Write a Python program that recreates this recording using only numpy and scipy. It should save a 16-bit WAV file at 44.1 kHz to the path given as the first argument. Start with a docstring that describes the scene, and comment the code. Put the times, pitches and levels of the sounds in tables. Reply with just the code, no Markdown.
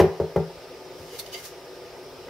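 """Wooden slats on a workbench

Two slats, held together, knock on a plywood bench in a small workshop: each impact excites
damped modes of the wood, and low room modes swell into a boom. Then the slats slide apart, and friction
drives their resonances in a dry scrape and a brief squeak, over steady ventilation and microphone hiss."""
import sys
import numpy as np
from scipy import signal
from scipy.fft import rfft, irfft, next_fast_len
from scipy.io import wavfile
from scipy.ndimage import uniform_filter1d

SR = 44100
rng = np.random.default_rng(int(sys.argv[2]) if len(sys.argv) > 2 else 0)


def unload_audio(sound):
    """Save the sound as a 16-bit wav file, at the path given as the first command line argument."""
    columns = np.transpose(np.atleast_2d(sound))
    # keep every value between -1 and 1, then stretch to whole-number steps
    steps = np.round(np.clip(columns, -1, 1) * 32767)
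    wavfile.write(sys.argv[1], SR, steps.astype(np.int16))


N = 101385
T = np.arange(N) / SR

# likeness of left and right for scrape and ventilation: (frequency [Hz], correlation [-1..1])
STEREO_CORRELATION = [(60, 0.75), (180, 0.96), (550, 0.97), (1650, 0.74), (4970, 0.24), (15000, -0.19)]


def amp(db):
    """Amplitude ratio of a level in decibels."""
    return 10 ** (np.asarray(db) / 20)


def unit_rms(x):
    """Normalisation to a mean square of one."""
    return x / np.sqrt(np.mean(x ** 2) + 1e-20)


def curve_at(points, hz):
    """Interpolation of (frequency [Hz], value) points on a logarithmic frequency axis."""
    point_hz, values = np.transpose(points)
    return np.interp(np.log(hz + 1), np.log(point_hz + 1), values)


def filtered(x, response):
    """Linear filtering: the spectrum is multiplied by a frequency response."""
    size = next_fast_len(N + SR // 2)
    return irfft(rfft(x, size) * response(np.fft.rfftfreq(size, 1 / SR)), size)[..., :N]


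def high_pass(corner_hz):
    """Fourth-order high-pass response, as of a panel that radiates little below its first mode."""
    return lambda hz: (-(hz / corner_hz) ** 2 / (1 - (hz / corner_hz) ** 2 + 1j * hz / corner_hz)) ** 2


def resonances(modes):
    """Frequency response of damped resonators, summed with alternating signs."""
    return lambda hz: sum((-1) ** k * amp(db) * 1j * hz * width / (centre ** 2 - hz ** 2 + 1j * hz * width)
                          for k, (centre, width, db) in enumerate(modes))


def spread(pair, correlation):
    """Mid-side mixing gives two independent signals a set correlation at each frequency."""
    angle = lambda hz: np.arccos(np.clip(curve_at(correlation, hz), -1, 1)) / 2
    mid, side = filtered(pair, lambda hz: np.array([np.cos(angle(hz)), np.sin(angle(hz))]))
    return np.array([mid + side, mid - side])


def struck_modes(modes, t, tilt_db, first_db, rise_s, choke, scatter_db=1.5):
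    """Free vibration as a sum of decaying modes; a choke above 1 holds them, then stops them quickly."""
    pivot_hz = modes[1][0]
    vibration = 0
    for k, (hz, db, t60) in enumerate(modes):
        start_db = db + first_db * (k == 0) + tilt_db * np.log2(hz / pivot_hz) + scatter_db * rng.normal()
        vibration += amp(start_db - 60 * (t / t60) ** choke) * np.sin(2 * np.pi * hz * t)
    return (1 - np.exp(-t / rise_s)) * vibration


def knocks():
    """Impact excitation: each knock cracks and rings the bench, then low room modes swell into a boom."""
    # (time [s], level [dB], boom [dB], boom tilt [dB/octave], first boom mode [dB],
    #  first bench mode [dB], bench tilt [dB/octave], crack [dB], crack T60 [s])
    impacts = [(-.001, -10, -3.5, 2.5, -10.5, 6, -2, -9.5, 0.1),
               (.052, -26, 0, 2.5, -8.5, 0, 1, -18, 0.094),
               (0.1998, -21.5, -3, 2, -2.5, -7, -2.5, -19, 0.092),
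               (.3605, -20, -3, 4.5, 0, -15, 1.5, -12, 0.062),
               (.99, -47, 6.5, -1.5, -5, 12, -2, -30, 0.034), (2.282, -47.5, 10, 0, 1, -7, 10, -26, .06)]
    # modes of bench top and slats: (frequency [Hz], level [dB], T60 [s])
    bench_modes = [(377.4, -6, 0.26), (395, -2, 0.19), (419.7, -3, .15), (444.6, -1, 0.14),
                   (495.5, 5, 0.045), (520.6, -13.5, 0.17), (554.3, -3.5, 0.091), (636.7, -7.5, 0.13),
                   (755, -14, 0.21), (826.7, -9.5, .13), (915, -15.5, 0.17), (931, -22.5, 0.097),
                   (1066, -24.5, 0.095), (1370, -22, 0.1), (1578, -22, 0.086), (2015, -19.5, .06),
                   (837, -10, 0.047), (1430, -17, 0.042)]
    # low room modes: (frequency [Hz], level [dB], T60 [s])
    room_modes = [(148, 0, .16), (86, -3, .13), (167, -4, .16), (208, -13, .12)]
    # contact noise: (frequency [Hz], spectral level [dB])
    crack_spectrum = [(300, -19), (1000, -3), (2000, -12), (6000, -23.5), (8000, -34), (12000, -26),
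                      (16000, -40)]
    noise = unit_rms(filtered(rng.standard_normal(N), lambda hz: amp(curve_at(crack_spectrum, hz))))
    top, boom = np.zeros((2, N))
    for start, db, boom_db, boom_tilt, boom_first, bench_first, bench_tilt, crack_db, crack_t60 in impacts:
        t = np.maximum(T - start, 0)
        crack = (1 - np.exp(-t / 0.001)) * amp(crack_db - 60 * t / crack_t60) * noise
        bench = struck_modes(bench_modes, t, bench_tilt, bench_first, rise_s=0.0011, choke=1.11)
        swell = struck_modes(room_modes, t, boom_tilt, boom_first, rise_s=0.01, choke=1.7)
        top += amp(db) * (bench + crack)
        boom += amp(db + boom_db) * swell
    return filtered(top, high_pass(corner_hz=352)) + filtered(boom, high_pass(corner_hz=27))


def reverberation(source):
    """Convolution with the workshop's diffuse tail, in which each frequency decays at its own rate."""
    # reverberation time: (frequency [Hz], T60 [s])
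    decay_times = [(100, 0.19), (500, 0.32), (2000, 0.41), (10000, 0.19)]
    # likeness of left and right in the tail: (frequency [Hz], correlation [-1..1])
    correlation = [(100, .9), (400, 0.98), (1000, 0.9), (5000, -0.3), (15000, -.2)]
    noise = spread(rng.standard_normal((2, N)), correlation)[:, :SR // 2]
    hz, t, spectra = signal.stft(noise, SR, nperseg=256)
    tail = signal.istft(spectra * amp(-60 * t / curve_at(decay_times, hz)[:, None]), SR, nperseg=256)[1]
    delayed = np.pad(source, (250, 0))
    return signal.fftconvolve(delayed[None], tail / np.linalg.norm(tail[0]), axes=1)[:, :N]


def ventilation(level_db=-42.5, patch_db=1.5):
    """Broadband air noise and microphone hiss, faintly patchy and coloured by resonant peaks."""
    # ventilation and hiss: (frequency [Hz], spectral level [dB])
    spectrum = [(15, -51), (25, -46), (43, -12.5), (165, -10.5), (234, -26), (253, -9), (331, -13),
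                (369, 0), (470, -8), (510, -4), (743, -13.5), (897, -10), (1030, -16.5), (2430, -20),
                (5160, -23), (6940, -31.5), (15600, -32.5)]
    # resonant peaks in the background noise: (frequency [Hz], half-width [Hz], boost [dB])
    background_peaks = [(356, 53, 2.5), (480, 16.7, 6.5), (684, 26, 7), (5620, 270, 4)]
    spectra = signal.stft(rng.standard_normal((2, N)), nperseg=512)[2]
    patches = uniform_filter1d(rng.standard_normal(spectra.shape[1:]), size=5, axis=0)  # across frequency
    patches = uniform_filter1d(patches, size=6, axis=1)  # across time
    noise = signal.istft(spectra * amp(patch_db * unit_rms(patches)), nperseg=512)[1][:, :N]
    peak_db = lambda hz: sum(db / (1 + ((hz - centre) / width) ** 2)
                             for centre, width, db in background_peaks)
    air = filtered(noise, lambda hz: amp(curve_at(spectrum, hz) + peak_db(hz)))
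    return amp(level_db) * unit_rms(spread(air, STEREO_CORRELATION))


def fan_whine(shaft_hz=58.155, linewidth_hz=1.72):
    """Faint motor tones at harmonics of the shaft speed, each broadened by a random walk of phase."""
    # motor harmonics: (order [multiple of shaft speed])
    orders = [21, 78, 80, 83, 85, 86, 87, 88, 90, 91, 94, 96, 99]
    # strength of each harmonic: (level [dB])
    levels = [-62, -80.5, -76.5, -68, -72.5, -73, -69.5, -66, -66.5, -75.5, -68, -90, -70.5]
    phase_steps = rng.standard_normal((len(levels), N)) * np.sqrt(2 * np.pi * linewidth_hz / SR)
    return sum(np.sqrt(2) * amp(db) * np.sin(2 * np.pi * order * shaft_hz * T + phase)
               for order, db, phase in zip(orders, levels, np.cumsum(phase_steps, axis=1)))


def grit(rate_per_s=15000, scatter_db=1.5):
    """Shot noise: grit under the sliding contact gives dense impulses of random strength."""
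    hits = rng.random((2, N)) < rate_per_s / SR
    return hits * rng.standard_normal((2, N)) * amp(scatter_db * rng.exponential(size=(2, N)))


def slide():
    """Frictional excitation: grit makes a broad scrape and drives both slats and a squeak resonance."""
    # course of the slide: (time [s], scrape [dB], upper slat [dB], lower slat [dB], squeak [dB])
    envelopes = [(.95, -76, -68, -81, -80), (.985, -54, -66, -74, -80), (1.09, -53.5, -67, -59, -66),
                 (1.159, -45, -57, -47, -53), (1.184, -49, -47, -58, -69), (1.189, -40, -36.5, -53, -65),
                 (1.199, -33, -30.5, -67, -47), (1.208, -43, -40, -56, -48), (1.222, -48.5, -51, -65, -58),
                 (1.258, -55, -60, -56, -62), (1.264, -52, -50, -39, -61), (1.272, -50, -58, -58, -57),
                 (1.315, -58, -67, -55.5, -70), (1.328, -43, -75, -41.5, -65), (1.345, -41, -60, -34, -42),
                 (1.361, -44.5, -58, -44, -42), (1.404, -43.5, -57, -50, -58), (1.42, -49, -67, -70, -58),
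                 (1.455, -37.5, -63, -66, -74), (1.5, -49, -71, -67, -77), (1.57, -69, -80, -80, -78)]
    # friction noise: (frequency [Hz], spectral level [dB])
    scrape = [(1000, -2.5), (2500, 0.5), (6000, 6.5), (8000, -1), (12000, 2.5), (16000, -1)]
    # resonances of each slat and of the squeak: (frequency [Hz], bandwidth [Hz], level [dB])
    upper_slat = [(3570, 110, -3.5), (4360, 160, 0.5), (6000, 230, -10), (9270, 1100, -11.5),
                  (11300, 450, -5.5), (13600, 2000, -11)]
    lower_slat = [(2970, 160, 0), (3900, 150, -10), (4740, 130, -1), (6620, 130, -8)]
    squeak = [(2125, 45, 0)]
    times, *levels = np.transpose(envelopes)
    responses = [lambda hz: amp(curve_at(scrape, hz)), *map(resonances, (upper_slat, lower_slat, squeak))]
    friction = 0
    for db, response in zip(levels, responses):
        steady_rms = np.std(filtered(grit(), response))
        envelope = amp(np.interp(T, times, db, left=-120, right=-120))
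        friction += filtered(envelope * grit(), response) / steady_rms
    return spread(friction, STEREO_CORRELATION)


def scene():
    """Superposition of knocks, their reverberation, slide and background, balanced left to right."""
    # stereo balance: (frequency [Hz], left minus right [dB])
    balance = [(60, 5), (240, 1.0), (950, 1), (3770, -1), (15000, 1.0)]
    wood = knocks()
    room = amp(-7.5) * reverberation(filtered(wood, high_pass(corner_hz=150)))
    mix = wood + room + slide() + ventilation() + fan_whine()
    return filtered(mix, lambda hz: amp(curve_at(balance, hz) / 2 * np.array([[1], [-1]])))


def record(dry):
    """Automatic gain control ducks after loud sounds and recovers steadily; a band limit follows."""
    threshold_db, duck_per_db, recovery_db_per_s, band_limit_hz = -9, 0.2, 9, 15750
    power = uniform_filter1d(np.mean(dry ** 2, 0), size=441)  # 10 ms mean
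    level_db = 10 * np.log10(np.abs(power) + 1e-12)
    demand_db = duck_per_db * np.maximum(level_db - threshold_db, 0)
    recovery_db = recovery_db_per_s * T
    duck_db = np.maximum.accumulate(demand_db + recovery_db) - recovery_db
    return filtered(dry * amp(-duck_db), lambda hz: hz < band_limit_hz)


dry = scene()
out = record(dry)
unload_audio(out)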